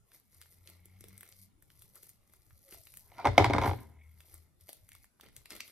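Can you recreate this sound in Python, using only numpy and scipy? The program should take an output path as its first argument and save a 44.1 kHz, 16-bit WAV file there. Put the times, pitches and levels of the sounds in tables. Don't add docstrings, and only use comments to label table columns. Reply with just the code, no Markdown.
import sys
import numpy as np
from scipy import signal
from scipy.fft import rfft, irfft, next_fast_len
from scipy.io import wavfile
from scipy.ndimage import uniform_filter1d

SR = 44100
rng = np.random.default_rng(int(sys.argv[2]) if len(sys.argv) > 2 else 0)


def makeup_ratio(level_db):
    decades = np.asarray(level_db, float) / 20
    return 10 ** decades


def store_pcm(level_fs):
    pcm = np.round(np.clip(level_fs, -1, 1) * 32767).astype(np.int16)
    wavfile.write(sys.argv[1], SR, np.atleast_2d(pcm).T)


N = 251811

# frequency in Hz, relative density in dB.
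AIR = [(18, -37), (46, 1.5), (86, 3), (289, -16.5), (809, -21), (1600, -27.5), (2090, -25), (2650, -30),
       (6150, -32.5), (11300, -31), (13900, -30), (16300, -61)]
# frequency in Hz, correlation.
AIR_SAME = [(40, 0.4), (1000, 0.22), (12000, 0.16)]
# time in seconds, pitch in Hz, rms level in dB.
WHINE = [(0., 10960, -91), (4.38, 11020, -88.5), (4.42, 11130, -94), (5.7, 10960, -82)]
# peak time,
# rise and fall in seconds, crackle level in dB, tilt towards the lows in dB.
CRACKLE_STROKES = [(0.147, 0.071, 0.072, -61, -9), (.33, 0.024, 0.42, -66, -10.5),
                   (.54, 0.32, 0.091, -65.5, -17), (0.691, 0.079, 0.13, -62.5, -4.5),
                   (1.3, 0.77, 0.056, -67, -3.5), (1.429, 0.26, 0.041, -60.5, -37),
                   (1.82, 0.21, 0.21, -64, -12.5), (1.966, 0.036, 0.041, -55.5, -8.5),
                   (2.058, 0.093, 0.1, -58, -11), (2.345, 0.28, 0.31, -75, -3),
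                   (2.733, 0.072, 0.081, -54, -6.5), (2.973, 0.7, 0.26, -60.5, -21.5),
                   (3.2, 0.091, 0.17, -74.5, 18), (3.449, 0.15, 0.088, -63, 17),
                   (3.668, 0.059, 0.063, -49.5, 5.5), (3.77, 0.12, 0.15, -61.5, -6.5),
                   (4.361, 0.33, 0.12, -62, -8.5), (4.609, 0.017, 0.041, -62, -13),
                   (4.69, 0.043, 0.17, -59, -11.5), (5.038, 0.3, 0.047, -67, -27),
                   (5.236, 0.017, 0.061, -66, 7), (5.373, 0.09, 0.13, -68, -4.5),
                   (5.517, 0.024, 0.12, -59, 4.5), (5.69, 0.24, 0.12, -59, -8)]
# frequency in Hz, relative density in dB.
CRACKLE = [(120, -31), (200, -4), (329, 3), (650, -4.5), (796, -15.5), (1380, -3.5), (1540, -20), (2070, 3),
           (2590, -11.5), (4410, -6), (7120, -12.5), (11700, -5), (13800, -6), (16300, -34.5)]
# cue in seconds (2 ms before the burst), level in dB,
# pocket pitch in Hz, relative snap level in dB.
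POPS = [(0.117, -48.5, 2240, -14.5), (0.414, -38, 2370, -5.5), (0.422, -41, 2540, -13),
        (0.433, -48, 3200, -12), (0.457, -51, 1400, -22), (0.673, -34.5, 4400, -44),
        (0.679, -52, 3970, -28), (0.69, -45, 3000, -10), (0.698, -52.5, 2900, 5.5), (0.855, -48, 355, 1),
        (1.007, -44, 300, -2.5), (1.039, -37, 420, -10.5), (1.083, -47.5, 290, -0.5),
        (1.177, -39, 4700, -6.5), (1.207, -42.5, 1876, 0.5), (1.23, -37.5, 1340, -5.5),
        (1.252, -53, 1200, -11), (1.288, -52, 1200, 3), (1.323, -38.5, 4640, -19), (1.623, -49.5, 2140, -2),
        (1.701, -46, 1970, -13), (1.82, -44, 2190, -2), (1.955, -55.5, 2130, 7.5), (2.03, -48, 426, 2),
        (2.091, -56, 2010, 9), (2.335, -52, 1290, -2), (2.506, -50, 1400, -27), (2.723, -37.5, 338, -11.5),
        (2.744, -41, 705, -7), (2.869, -39, 2050, -23.5), (2.938, -42.5, 1820, -5.5),
        (2.97, -44.5, 1900, 3), (4.204, -39.5, 1720, -12), (4.34, -52, 884, 7.5), (4.69, -32.5, 634, -8),
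        (4.729, -42.5, 677, 1.5), (4.889, -47, 1937, -1), (4.917, -40, 2116, -12), (4.93, -53, 2070, 0.5),
        (4.95, -39, 2080, -9), (5.042, -47, 1870, -8.5), (5.197, -47, 939, -18), (5.209, -38.5, 3260, -9),
        (5.238, -48, 405, -16), (5.285, -45.5, 2110, -12.5), (5.3636, -36, 4100, -5.5),
        (5.456, -37, 2350, -11.5), (5.504, -28, 4490, -20.5), (5.51, -35.5, 2215, -20),
        (5.522, -43.5, 2300, -2.5), (5.551, -41.5, 543, -3), (5.563, -36.5, 4820, -6),
        (5.604, -23, 2670, -19.5), (5.677, -40, 3240, -9.5)]
# frequency in Hz, t60 in seconds.
ROOM = [(200, 0.55), (1000, 0.082), (4000, 0.32), (12000, 0.074)]
# peak time, rise and fall in seconds, level in dB.
RUBS = [(1.2, 0.92, 0.32, -72.5), (3.78, 0.034, 0.28, -71.5), (4.02, 0.12, 0.15, -68),
        (4.944, 0.11, 0.12, -69)]
# time in seconds, mean pitch in Hz, mean level in dB.
DRONE = [
    [(.3, 83.4, -76), (.55, 86.8, -70), (.9, 91.6, -62.5), (1.13, 95.8, -61), (1.3, 98.4, -75.5),
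     (1.44, 96.6, -62), (1.7, 90.6, -94)],
    [(3.8, 76.3, -55.5), (4.19, 81.6, -58.5), (4.27, 78.4, -70), (4.4, 79.4, -59.5), (4.56, 82.3, -84),
     (4.64, 84.2, -60), (4.7, 85.5, -81.5)],
]
# time in seconds, mean pitch in Hz, mean level in dB.
SQUEAKS = [
    [(2.635, 560, -75), (2.68, 560, -64.5), (2.705, 540, -75)],
    [(2.765, 700, -67), (2.8, 650, -69), (2.815, 640, -66)],
]
# peak time, rise and fall in seconds, level in dB.
DRAGS = [(3.14, 0.039, 0.037, -72.5), (3.195, 0.0232, 0.049, -41.5)]
# frequency in Hz, relative level in dB, t60 in seconds.
DRAG_MODES = [(762, 1.5, 0.023), (900, -1.5, 0.028), (1377, -7.5, .02), (2072, -13.5, .018),
              (2330, -9.5, 0.017)]
# start in seconds, body peak in dB, hardness as relative crack
# level in dB, pitch in Hz about which the modes are loudest.
KNOCKS = [(3.117, -51.5, -11.5, 820), (3.245, -24.5, -22, 680), (3.253, -14.5, -18.5, 946),
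          (3.259, -16, -20, 900), (3.27, -16.5, -16.5, 932.6), (3.279, -23, -21, 880),
          (3.287, -26, -20.5, 600), (3.379, -3, -15.5, 750), (3.395, -14.5, -23.5, 600),
          (3.407, -17, -30, 690), (3.421, -21.5, -23, 800), (3.4432, -13.5, -12, 960),
          (3.455, -20.5, -18, 900), (3.461, -22.5, -18.5, 850), (3.498, -19, -21.5, 460),
          (3.506, -20.5, -21, 850), (3.534, -19.5, -11, 1130), (3.543, -22, -28.5, 603),
          (3.548, -20.5, -27, 809), (3.562, -24, -19.5, 600), (3.582, -16, -17, 850),
          (3.615, -23.5, -15.5, 1000), (3.623, -22, -18, 850), (3.635, -20, -20, 870),
          (3.643, -21.5, -19.5, 780), (3.658, -20.5, -20, 790), (3.675, -22, -18.5, 900),
          (3.693, -26, -19.5, 900), (3.711, -26, -21.5, 700), (3.732, -29.5, -22, 750)]
# nominal frequency in Hz, relative level in dB, t60 in seconds.
BODY = [(246.2, -13.5, .045), (301.5, -10.5, 0.045), (395.2, -4.5, 0.024), (560, -4, 0.019),
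        (734, 0.5, 0.015), (850, -1, 0.017), (962, 2, 0.014), (1200, -6, 0.016), (1400, -4.5, 0.014),
        (1656, -6.5, 0.014)]
# nominal frequency in Hz, relative level in dB, nominal t60 in seconds.
BRIGHT = [(2060, -8, 0.011), (2140, -3, 0.014), (2378, -12, 0.011), (3330, -14, 0.008)]
# frequency in Hz, relative density in dB.
CRACK = [(1410, -30.5), (2400, -19.5), (2730, -8.5), (3460, -4), (6950, -17.5), (13400, -27.5),
         (16000, -49)]
# nominal frequency in Hz, relative level in dB, t60 in seconds.
TABLE_TOP = [(61.85, -6.5, 0.16), (90, -7, 0.13), (95.1, 2.5, .18), (115.6, 3.5, 0.11), (121.5, 4.5, 0.15)]
# peak time, rise and fall in seconds, scrape level in dB.
SLIDES = [(3.262, 0.0092, 0.072, -40.5), (3.39, 0.018, 0.12, -32), (3.547, 0.052, 0.13, -32),
          (3.66, 0.095, 0.037, -33)]
# frequency in Hz, lead of the left in radians.
PORT_PHASE = [(0, 0), (1290, -0.3), (1550, 0.6), (1890, -0.1), (2670, -1.0), (3360, -0.0), (4050, -2.2),
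              (6200, -0.3), (7320, -3.4), (8870, -2.6), (10700, -0.3), (13000, 0.1), (14600, 2.8),
              (16000, 3.3)]
# frequency in Hz, left minus right in dB.
PORT_BALANCE = [(60, 5.5), (110, 2.5), (200, -1), (380, -1), (700, 3), (1290, -5.5), (2380, 2.5),
                (4400, -4), (8120, 9.5), (15000, -4)]

AIR_DB = -68
SAG_DB = 18
CRACKLE_STOP_DB_PER_S, SLIDE_STOP_DB_PER_S, RUB_STOP_DB_PER_S, DRAG_STOP_DB_PER_S = 330, 100, 250, 470
SNAP_SHARE, FIZZ_SHARE = 1.2, 0.35
BUBBLE_LOW_HZ, BUBBLE_HIGH_HZ, BUBBLES_PER_S = 600, 4500, 300
BUBBLE_CYCLES, BUBBLE_GLIDE = 3, 0.25
BUBBLE_DB = -6
WIDE_BELOW_HZ, WIDE_HZ = 800, 3000
RUB_DAMPING, RUB_SHIFT = 0.99, 1.019
WAVER_DB, OCTAVE_WAVER_DB = 2.5, 3.5
PITCH_WAVER, SQUEAK_BLUR = 0.02, 0.02
OCTAVE_DB, OCTAVE_DB_PER_HZ = -14, 0.8
SPOT_DB = 4
FOCUS_DB_PER_OCTAVE = 9
BRIGHT_DB, BRIGHT_PER_HARDNESS = 8.5, 1


def evened(x):
    return x / np.sqrt(np.mean(x ** 2) + 1e-20)


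def read(points, hz):
    f, value = np.transpose(points)
    return np.interp(np.log(hz + 1), np.log(f + 1), value)


def add(mix, s, sound):
    part = mix[..., round(s * SR):][..., :sound.shape[-1]]
    part += sound[..., :part.shape[-1]]


def follow(rows):
    s, *columns = np.transpose(rows)
    t = np.arange(s[0], s[-1], 1 / SR)
    return s[0], signal.windows.tukey(len(t), 0.1), [np.interp(t, s, c) for c in columns]


def coloured(x, points):
    size = next_fast_len(x.shape[-1])
    gain = makeup_ratio(read(points, np.fft.rfftfreq(size, 1 / SR)))
    return irfft(rfft(x, size) * gain, size)[..., :x.shape[-1]]


def filtered(x, order, hz, kind="low"):
    return signal.sosfilt(signal.butter(order, hz, kind, fs=SR, output="sos"), x)


def smooth_noise(samples):
    return evened(uniform_filter1d(uniform_filter1d(rng.standard_normal(N), samples), samples))


def ring(modes, shift=0.97, phase=0., rise=0.001):
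    t = np.arange(SR // 4) / SR
    hz, db, t60 = np.transpose(modes)[:, :, None]
    decay = makeup_ratio(db - 60 * t / t60)
    out = (decay * np.sin(2 * np.pi * hz * shift * t + phase)).sum(0) * (1 - np.exp(-t / rise)) ** 2
    return out / abs(out).max()


def grains(per_s, spread_db):
    size = makeup_ratio(spread_db * np.minimum(rng.exponential(1, N), 4)) * rng.choice([-1, 1], N)
    return size * (rng.random(N) < per_s / SR)


def strokes(rows, stop_db_per_s):
    peak, rise, fall, db = np.transpose(rows)[:4, :, None]
    t = np.arange(0, N + 64, 64) / SR - peak
    reach = np.maximum(np.where(t < 0, rise, fall), 0.005)
    sag_db = SAG_DB * np.minimum(abs(t) / reach, 1)
    return makeup_ratio(db - sag_db - stop_db_per_s * np.maximum(abs(t) - reach, 0))


def summed(gains):
    return np.interp(np.arange(N) / 64, np.arange(gains.shape[1]), np.sqrt((gains ** 2).sum(0)))


def air():
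    frames, hz = N // 256 + 5, np.fft.rfftfreq(1024, 1 / SR)
    a, b, c, d, patches = rng.standard_normal((frames, 513, 5)).T
    patches = evened(uniform_filter1d(uniform_filter1d(patches, 3, 0), 16, 1))
    same = np.clip(read(AIR_SAME, hz), -1, 1)[:, None]
    left = a + 1j * b
    right = same * left + np.sqrt(1 - same ** 2) * (c + 1j * d)
    patch_db = (4.0 + 1.0 / (1 + (hz[:, None] / 700) ** 2)) * patches
    z = np.array([left, right]) * makeup_ratio(read(AIR, hz)[:, None] + patch_db)
    return makeup_ratio(AIR_DB) * evened(signal.istft(z, nperseg=1024, noverlap=768)[1][:, :N])


def whine():
    out = np.zeros(N)
    wander_hz = 25 * evened(uniform_filter1d(rng.standard_normal(N), 900))
    s, _, (hz, db) = follow(WHINE)
    turn = 2 * np.pi * np.cumsum(hz + wander_hz[:len(hz)]) / SR
    add(out, s, np.sqrt(2) * makeup_ratio(db) * np.sin(turn))
    return out


def snaps(per_s, samples):
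    clumps = makeup_ratio(1.4 * evened(uniform_filter1d(rng.standard_normal(N), 700)))
    size = uniform_filter1d(abs(grains(per_s, spread_db=4.5)), samples)
    loudness = (SNAP_SHARE * evened(size) + FIZZ_SHARE) * clumps
    return coloured(loudness * rng.standard_normal(N), CRACKLE)


def bubbles():
    out = np.zeros(N)
    for k, hz in enumerate(np.geomspace(BUBBLE_LOW_HZ, BUBBLE_HIGH_HZ, num=16)):
        u = np.arange(0, 6 * BUBBLE_CYCLES / hz, 1 / SR) * hz / BUBBLE_CYCLES
        glide = 1 + (-1) ** k * BUBBLE_GLIDE * np.tanh(u)
        grain = u * np.exp(-2 * u) * np.sin(2 * np.pi * BUBBLE_CYCLES * u * glide)
        clicks = grains(BUBBLES_PER_S / 16, spread_db=2.5)
        out += signal.oaconvolve(clicks, grain / np.linalg.norm(grain))[:N]
    return makeup_ratio(BUBBLE_DB) * evened(out)


def crackle():
    gains, tilt_db = strokes(CRACKLE_STROKES, CRACKLE_STOP_DB_PER_S), np.transpose(CRACKLE_STROKES)[4]
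    both = snaps(580, 30)
    low = evened(filtered(both + 2.5 * snaps(300, 80), 2, 6000))
    high = evened(filtered(both + snaps(460, 24), 2, 6000, "high"))
    return summed(gains) * high + summed(gains * makeup_ratio(tilt_db)[:, None]) * (low + bubbles())


def pops():
    lead_s = 0.01
    out, t = np.zeros(N), np.arange(2000) / SR - lead_s - 0.002
    noise = rng.standard_normal((len(POPS), 3, len(t)))
    treble = filtered(noise[:, 1], 3, [7500, 15000], "band")
    ragged = makeup_ratio(1.7 * evened(uniform_filter1d(noise[:, 2], 60)))
    core = np.where(t < 0, np.exp(t / 0.00045), np.exp(-t / 0.0006))
    skirt = np.where(t < 0, 0.16 * np.exp(t / 0.0041), 0.17 * np.exp(-t / 0.0046))
    for (s, db, hz, snap_db), mid, top, rag in zip(POPS, noise[:, 0], treble, ragged):
        centre_hz = hz if hz > WIDE_BELOW_HZ else WIDE_HZ
        swell = np.maximum(t * hz / 0.58 + 0.49, 0)
        pocket = 0.71 * swell * np.exp(-swell) * np.sin(2 * np.pi * hz * t)
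        burst = core + skirt * rag
        smack = evened(filtered(mid, 2, [centre_hz / 1.97, centre_hz * 1.98], "band")) * burst
        snap = top * burst
        smack = 0.5 * smack / abs(smack).max()
        snap = 1.97 * makeup_ratio(snap_db) * snap / abs(snap).max()
        add(out, s - lead_s, makeup_ratio(db) * (pocket + smack + snap))
    return out


def room(x):
    taps = np.zeros((2, SR // 2))
    slots = np.arange(130, SR // 2 - 20, 20)
    at = slots + rng.integers(0, 20, (2, len(slots)))
    np.put_along_axis(taps, at, rng.choice([-1., 1.], at.shape), 1)
    hz, t, z = signal.stft(taps, SR, nperseg=256)
    tail = signal.istft(z * makeup_ratio(-60 * t / read(ROOM, hz)[:, None]), SR, nperseg=256)[1]
    return signal.fftconvolve(x[None], tail / np.linalg.norm(tail[0]), axes=1)[:, :N]


def rub():
    damped = ring(np.multiply(BRIGHT, [1, 1, RUB_DAMPING]), RUB_SHIFT)
    slips = grains(per_s=380, spread_db=3.0)
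    return summed(strokes(RUBS, RUB_STOP_DB_PER_S)) * evened(signal.oaconvolve(slips, damped)[:N])


def drone():
    out = np.zeros(N)
    pitch, first, second = (smooth_noise(1800) for _ in range(3))
    for rows in DRONE:
        s, fade, (hz, db) = follow(rows)
        span = slice(round(s * SR), round(s * SR) + len(hz))
        turn = 2 * np.pi * np.cumsum(hz * (1 + PITCH_WAVER * pitch[span])) / SR
        octave_db = OCTAVE_DB + OCTAVE_DB_PER_HZ * np.minimum(hz - 90, 10) + db
        octave = makeup_ratio(octave_db + OCTAVE_WAVER_DB * second[span]) * np.sin(2 * turn)
        tone = makeup_ratio(db + WAVER_DB * first[span]) * np.sin(turn)
        add(out, s, np.sqrt(2) * fade * (tone + octave))
    return out


def squeaks():
    out = np.zeros(N)
    pitch, level, blur = smooth_noise(1800), smooth_noise(1800), smooth_noise(250)
    for rows in SQUEAKS:
        s, fade, (hz, db) = follow(rows)
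        span = slice(round(s * SR), round(s * SR) + len(hz))
        waver = PITCH_WAVER * pitch[span] + SQUEAK_BLUR * blur[span]
        turn = 2 * np.pi * np.cumsum(hz * (1 + waver)) / SR
        add(out, s, np.sqrt(2) * fade * makeup_ratio(db + WAVER_DB * level[span]) * np.sin(turn))
    return out


def drag():
    slips = grains(per_s=800, spread_db=1.5)
    creak = evened(signal.oaconvolve(slips, ring(DRAG_MODES, 1))[:N])
    return summed(strokes(DRAGS, DRAG_STOP_DB_PER_S)) * creak


def rattle():
    out, t = np.zeros(N), np.arange(SR // 4) / SR
    spot = rng.uniform(-1.14, 1, (len(KNOCKS), 3, len(BODY), 1))
    cracks = evened(coloured(rng.standard_normal((len(KNOCKS), len(t))), CRACK))
    sharp = np.exp(-t / 0.0013) * (1 - np.exp(-t / 0.0009)) ** 2
    lasting = np.exp(-t / 0.013) * (1 - np.exp(-t / 0.00051))
    mode_hz, few = np.transpose(BODY)[0][:, None], len(BRIGHT)
    for (s, db, crack_db, ring_hz), (phase, shift, share), crack in zip(KNOCKS, spot, cracks):
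        far_db = FOCUS_DB_PER_OCTAVE * abs(np.log2(mode_hz / ring_hz))
        modes = np.array(BODY) + (SPOT_DB * share - far_db) * [0, 1, 0]
        body = ring(modes, 1 + 0.041 * shift, 1.88 * phase, rise=0.0037)
        bright = ring(BRIGHT, 1 + 0.033 * shift[:few], phase[:few])
        bright = makeup_ratio(BRIGHT_DB + BRIGHT_PER_HARDNESS * crack_db) * bright
        contact = makeup_ratio(crack_db) * crack * (3 * sharp + 0.14 * lasting)
        add(out, s, makeup_ratio(db) * (body + bright + contact))
    return out


def boom():
    blows = 0.05 * summed(strokes(SLIDES, SLIDE_STOP_DB_PER_S)) * rng.standard_normal(N)
    for k, (s, db, *_) in enumerate(KNOCKS):
        add(blows, s, (-1) ** k * makeup_ratio(0.75 * db - 17) * np.ones(1))
    return signal.oaconvolve(blows, ring(TABLE_TOP, rise=0.044))[:N]


def jolt():
    slide = summed(strokes(SLIDES, SLIDE_STOP_DB_PER_S))
    slips = evened(grains(per_s=620, spread_db=2.0))
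    contact = ring(BODY) + 0.14 * ring(BRIGHT)
    scrape = signal.oaconvolve(slips * slide, contact / np.linalg.norm(contact))[:N]
    grit = 0.09 * slide * evened(coloured(slips, CRACK))
    return scrape + grit


def scene():
    airborne = crackle() + pops()
    knocks = drag() + rattle() + jolt()
    tones = whine() + drone() + squeaks()
    wet = makeup_ratio(-8) * room(airborne) + makeup_ratio(-10) * room(knocks)
    return airborne + knocks + boom() + rub() + tones + wet + air()


def band_limit(x):
    return signal.sosfilt(signal.butter(12, 16460, fs=SR, output="sos"), x)


def record(dry):
    size = next_fast_len(N + 4096)
    hz = np.fft.rfftfreq(size, 1 / SR)
    port = makeup_ratio(read(PORT_BALANCE, hz) / 2) * np.exp(0.5j * read(PORT_PHASE, hz))
    ported = irfft(rfft(dry, size) * np.array([port, 1 / port]), size)[:, :N]
    return band_limit(ported)


dry = scene()
out = record(dry)
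store_pcm(out)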